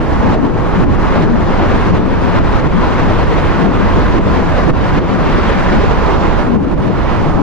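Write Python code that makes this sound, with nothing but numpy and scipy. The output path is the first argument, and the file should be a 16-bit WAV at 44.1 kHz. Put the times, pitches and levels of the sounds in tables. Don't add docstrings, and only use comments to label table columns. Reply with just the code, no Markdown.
import sys
import numpy as np
from scipy import signal
from scipy.fft import rfft, irfft
from scipy.io import wavfile
from scipy.ndimage import uniform_filter1d, minimum_filter1d

SR = 44100
rng = np.random.default_rng(int(sys.argv[2]) if len(sys.argv) > 2 else 0)


def decibels_to_gain(level_db):
    exponent = np.asarray(level_db, float) / 20
    return 10 ** exponent


def wav_record(signal):
    frames = np.transpose(np.atleast_2d(signal))
    bounded = np.clip(frames, -1, 1)
    quanta = np.round(bounded * 32767).astype(np.int16)
    wavfile.write(sys.argv[1], SR, quanta)


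N = 327222
HZ = np.fft.rfftfreq(N, 1 / SR) + 1e-3


def rms_one(x):
    return x / np.sqrt(np.mean(x ** 2) + 1e-20)


def in_time(rows):
    s, *columns = np.transpose(rows)
    return [np.interp(np.arange(N) / SR, s, c) for c in columns]


def at_hz(rows, hz):
    f, *columns = np.transpose(rows)
    return [np.interp(np.log(hz), np.log(f), c) for c in columns]


def swells(s, length_s, height):
    t = np.arange(0, N + 64, 64) / SR
    total = 0
    for centre_s, width_s, h in zip(s, length_s, height):
        total = total + h * np.cos(np.pi * np.clip((t - centre_s) / width_s, -.5, .5)) ** 2
    return np.interp(np.arange(N) / SR, t, total)


def drift(rate_hz):
    r = np.exp(-80 * np.pi * rate_hz / SR)
    noise = rng.standard_normal(N // 40 + 2002)
    slow = signal.lfilter([1], [1, -2 * r, r * r], noise)[2000:]
    return np.interp(np.arange(N) / 40, np.arange(len(slow)), rms_one(slow))


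def evened(x, even_s, evenness):
    width = int(even_s * SR)
    level = uniform_filter1d(uniform_filter1d(rms_one(x) ** 2, width), width)
    return rms_one(x / (level + .02) ** (evenness / 2))


def eddies(colour, even_s, evenness):
    spectrum = rfft(rng.standard_normal(N)) * decibels_to_gain(at_hz(colour, HZ)[0])
    inside = (HZ < 2 * colour[-1][0]) * (HZ > colour[0][0] / 2)
    return evened(irfft(spectrum * inside, N), even_s, evenness)


def howl(hz):
    width_hz = 37.7
    r = np.exp(-np.pi * width_hz / SR)
    spread = signal.lfilter([1], [1, -2 * r, r * r], rng.standard_normal((2, N)))
    turn = 2 * np.pi * np.cumsum(hz * (1 + .09 * drift(8.0))) / SR
    carried = spread[0] * np.cos(turn) + spread[1] * np.sin(turn)
    tone = evened(carried, even_s=0.042, evenness=0.48)
    return rms_one(tone * decibels_to_gain(2.1 * drift(5.9)))


# (time [s], level [dB])
LEFT_AIR = [(0, -17), (.45, -17), (.72, -18.5), (1.3, -18), (1.75, -13), (1.9, -19), (2.35, -12),
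            (2.68, -16.5), (3.25, -12.5), (3.47, -18.5), (3.83, -15), (4.0, -13.5), (4.7, -18), (5.3, -18),
            (5.66, -22), (5.8, -14.5), (6.75, -22), (7.42, -13.5)]
# (frequency [Hz], density [dB per Hz])
LEFT_BUFFET_COLOUR = [(6, -7), (15, -1.5), (30, -4), (45, -4), (75, -6.5), (110, -7), (160, -16.5),
                      (300, -28.5)]
# (frequency [Hz], density [dB per Hz])
FLUTTER_COLOUR = [(60, -13), (100, 0), (130, -4.5), (200, -2.5), (300, 0), (450, -8.5), (800, -22.5),
                  (1500, -40.5)]
# (time [s], length [s], howl rise [dB], top pitch [Hz], shelter of the right port [dB])
STROKES = [(.28, 0.19, 10, 184, 0), (0.471, 0.32, 6.5, 245, 7), (0.881, 0.32, 4, 261, -4),
           (1.282, 0.54, 7.5, 239.4, 2), (1.649, 0.37, 3.5, 229.2, -1), (1.966, .25, 7, 178.1, 1.5),
           (2.071, 0.2205, 5.5, 212.8, 5), (2.282, .2, 3, 160.2, 3.5), (2.783, .2, 7.5, 225, 2),
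           (2.92, 0.16, 1.5, 200.3, 4), (3.077, 0.2176, 5.5, 175, -0.5), (3.649, .26, 8.5, 210.6, 2.5),
           (3.799, .15, 6.5, 170, 1), (4.028, .25, 3, 270, -2.5), (4.382, 0.33, 3, 264.7, 0.5),
           (5.12, 0.36, 5, 205, 4), (5.35, .2, 2, 185, -1), (5.78, .25, 4, 250.6, -2),
           (6.54, 0.37, 6, 220, 7), (6.68, 0.2014, 3.5, 239.7, 7), (6.87, .25, 6, 219.6, 9),
           (7.266, 0.27, 5, 187.5, 1), (7.41, .2, 8, 270, 7)]


def left_port_wind():
    rest_db, rest_hz, wander = -16.0, 175, .12
    second_edge_hz = 205
    s, length_s, rise_db, top_hz, _ = np.transpose(STROKES)
    howl_db = rest_db + swells(s, length_s, rise_db)
    gust_db = howl_db - np.mean(howl_db)
    swing = np.clip(swells(s, length_s, np.ones(len(s))), 0, 1)
    howl_hz = rest_hz * (1 + wander * (1 - swing) * drift(3.0))
    howl_hz = howl_hz + swells(s, length_s * .6, top_hz - rest_hz)
    second_hz = second_edge_hz * 2 ** (.3 * drift(2.5))

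    buffet = eddies(LEFT_BUFFET_COLOUR, even_s=0.082, evenness=0.73)
    flutter = eddies(FLUTTER_COLOUR, even_s=0.12, evenness=0.39)
    left = decibels_to_gain(in_time(LEFT_AIR)[0] - 0.3) * buffet
    left += decibels_to_gain(howl_db + 0.15 * gust_db - 2.5) * howl(howl_hz)
    left += decibels_to_gain(howl_db + 0.077 * gust_db - 6.5) * howl(second_hz)
    left += decibels_to_gain(howl_db - 0.28 * gust_db - 2.5) * flutter
    return left


# (frequency [Hz], density [dB per Hz])
RIGHT_BUFFET_COLOUR = [(6, -21), (15, -2), (30, -3.5), (50, -2.5), (80, -5.5), (110, -10), (160, -13),
                       (300, -46.5)]


def right_port_wind():
    buffet_db, flutter_db = -12, -21.0
    gust_s, gust_per_duck = 0.11, 0.74
    s, length_s, _, _, shelter_db = np.transpose(STROKES)
    clamp_s, depth_db, _ = np.transpose(DUCKS)
    buffet_db = buffet_db - swells(s, length_s, shelter_db)
    gust_lengths = np.full(len(clamp_s), gust_s)
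    flutter_db = flutter_db + swells(clamp_s - .02, gust_lengths, gust_per_duck * depth_db)

    right = decibels_to_gain(buffet_db + 0.65) * eddies(RIGHT_BUFFET_COLOUR, even_s=0.33, evenness=0.19)
    right += decibels_to_gain(flutter_db + 2.5) * eddies(FLUTTER_COLOUR, even_s=0.018, evenness=0.57)
    return right


# (time [s], level [dB], brightness [dB], left over right [dB])
ROAR = [(0.0, -21.5, -1.5, -.5), (.3, -17.5, -2, 1), (.7, -19, -1.5, 1), (1.15, -19, 1, .8),
        (1.55, -18, 1.5, 1), (2.1, -20, 1.5, 0.5), (2.35, -18.5, 3, 1.5), (3.2, -20, 3, 0.6),
        (3.9, -19.5, 2, .6), (4.6, -18.5, 0.5, 0.3), (4.9, -20, 2.5, 0), (5.15, -19, 2.5, 0.5),
        (5.5, -20, 5.5, 0.5), (6.15, -16.5, -2, -2), (6.38, -19, 0, -2), (6.6, -22, -2.5, -1),
        (7.1, -21, 2, -3), (7.42, -17.5, -8, -1.5)]
# (frequency [Hz], density [dB per Hz])
ROAR_COLOUR = [(150, -9), (300, -2.5), (480, 1), (700, -1.5), (1000, 0.5), (1300, -5), (1700, -9.5),
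               (2800, -19), (4500, -27.5), (6500, -35), (7700, -39), (8100, -44), (9000, -67)]
# (frequency [Hz], likeness [0-1], left lead [rad], left over right [dB])
PORTS = [(300, .9, 1.2, 1.0), (600, .78, .95, .6), (1100, .78, .75, -.4), (1700, .75, .4, -.4),
         (2600, .73, .8, -2.5), (3500, .58, .95, -3.5), (4400, .33, .95, -3.5), (5600, .03, .95, -2.5),
         (8600, .03, 3.0, -.8), (10500, .24, 3.0, -.8)]
# (frequency [Hz], share of duck [0-1], share of brightness [0-1], flicker [dB])
RESPONSE = [(300, 0.11, 0.76, 2.9), (905, 0.74, 0.21, 0.7), (1870, 0.94, 1, 0.68), (4000, 1.0, 0.97, 0.98),
            (7500, 0.89, 0.54, 0.7)]


def tunnel_roar(duck_db):
    level_db, bright_db, pan_db = in_time(ROAR)
    alike, lead, tilt_db = at_hz(PORTS, HZ)
    alike = np.clip(alike, 0, 1)
    shared, own = rfft(rng.standard_normal((2, N)))
    left = shared * decibels_to_gain(tilt_db / 2)
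    right = (alike * shared + np.sqrt(1 - alike ** 2) * own) * np.exp(-1j * lead) * decibels_to_gain(-tilt_db / 2)
    pair = np.array([left, right]) * decibels_to_gain(at_hz(ROAR_COLOUR, HZ)[0])
    pair = pair * (HZ > 80) * (HZ < 15000)

    together = drift(16.0) + .7 * drift(25.0)
    out = 0
    for k in range(13):
        centre_hz = 150 * 2 ** (k / 2)
        octaves = np.log2(HZ / centre_hz)
        band = np.cos(np.pi / 2 * np.clip(2 * octaves, -1, 1)) ** 2
        duck, bright, flicker_db = at_hz(RESPONSE, centre_hz)
        flicker = .8 * together + .9 * drift(15.0)
        gain_db = duck * duck_db + bright * bright_db + flicker_db * flicker
        out = out + decibels_to_gain(gain_db) * irfft(pair * band, N)
    sides = np.array([[.5], [-.5]])
    return decibels_to_gain(level_db + 2.5 + pan_db * sides) * rms_one(out)


# (frequency [Hz], density [dB per Hz])
HISS_COLOUR = [(7600, -33), (8200, -2), (9000, -1), (10300, -1.5), (11200, -5.5), (12200, -12.5),
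               (13600, -14), (14700, -32)]


def chain_hiss(duck_db):
    level_db, duck_share, bright_share = -54.5, 0.88, 0.38
    pair = [eddies(HISS_COLOUR, even_s=.1, evenness=0) * decibels_to_gain(1.1 * drift(6.0)) for port in range(2)]
    bright_db = in_time(ROAR)[1]
    return decibels_to_gain(level_db + bright_share * bright_db + duck_share * duck_db) * np.array(pair)


# (time [s], depth [dB], recovery [s])
DUCKS = [(0.0, 0, 0.059), (0.35, 8.5, 0.17), (.47, 4.5, 0.08), (0.844, 11, 0.067), (.96, 5, 0.02),
         (1.241, 8, 0.22), (1.625, 0.5, 0.043), (1.906, 8, 0.03), (1.98, 6.5, 0.25), (2.391, 9.5, 0.064),
         (2.601, 5.5, 0.095), (2.674, 7.5, 0.035), (3.23, 2.5, 0.051), (3.662, 7, 0.066),
         (4.186, 10.5, 0.057), (4.375, 1.5, 0.14), (4.706, 17, 0.043), (4.99, 11, 0.11), (6.146, 3, 0.041),
         (6.429, 3, .12), (6.48, 4.5, .15), (6.565, 10.5, 0.038), (6.645, 4.5, 0.076), (6.743, 9, 0.06),
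         (6.884, 7, 0.046), (7.307, 1, 0.1)]


def wind_filter():
    attack_s = .006
    build_share, build_s = 0.083, 0.21
    t = np.arange(0, N, 16) / SR
    clamps = 0
    for s, depth_db, back_s in DUCKS:
        away_s = np.abs(t - s)
        build = build_share * np.exp(-away_s / build_s)
        recovery = -np.exp(-away_s / back_s)
        clamps = clamps + depth_db * np.where(t < s, build, recovery)
    attack = np.exp(-16 / (attack_s * SR))
    return np.interp(np.arange(N) / SR, t, signal.lfilter([1 - attack], [1, -attack], clamps))


# (frequency [Hz], share kept [0-1])
KEPT = [(3000, 1), (4700, .95), (5700, .86), (6900, .6), (7700, .4), (8300, .13), (10000, .16),
        (11200, .07), (12500, .05), (14500, .01)]


def thinned(x):
    turn = np.array([[1, 0.92], [1, -1.02]]) / np.sqrt(2)
    padded = np.pad(turn @ x, [(0, 0), (0, 4096)], "reflect", reflect_type="odd")
    hz, _, cells = signal.stft(padded, SR, "cosine", nperseg=2048, boundary="odd")
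    power = np.abs(cells) ** 2
    around = uniform_filter1d(uniform_filter1d(power, size=33, axis=1), size=3, axis=2)
    luck = uniform_filter1d(rng.standard_normal((2, 129, cells.shape[2])), size=2, axis=2)
    luck = np.repeat(luck, 8, axis=1)[:, :len(hz)]
    bar = -np.log(at_hz(KEPT, hz + 1)[0])[:, None] * decibels_to_gain(6.0 * luck)
    strong = cells * (power >= bar * around)
    return turn @ signal.istft(strong, SR, "cosine", nperseg=2048)[1][:, :N]


def scene():
    duck_db = wind_filter()
    wind = np.array([left_port_wind(), right_port_wind()])
    ducked_wind = decibels_to_gain(0.14 * duck_db) * wind
    return ducked_wind + tunnel_roar(duck_db) + chain_hiss(duck_db)


def band_limit(x):
    return signal.sosfilt(signal.butter(12, 15100, fs=SR, output="sos"), x)


def record(dry):
    hold = int(.004 * SR)
    needed = np.minimum(1, 1.02 / (np.abs(dry) + 1e-9))
    held = minimum_filter1d(needed, 2 * hold + 1)
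    gain = uniform_filter1d(uniform_filter1d(held, hold), hold)
    from_end = np.minimum(np.arange(N), np.arange(N)[::-1])
    edges = np.sin(np.pi / 2 * np.clip(from_end / 100, 0, 1)) ** 2
    mix = edges * np.clip(thinned(dry * gain), -1, 1)
    return band_limit(mix)


dry = scene()
out = record(dry)
wav_record(out)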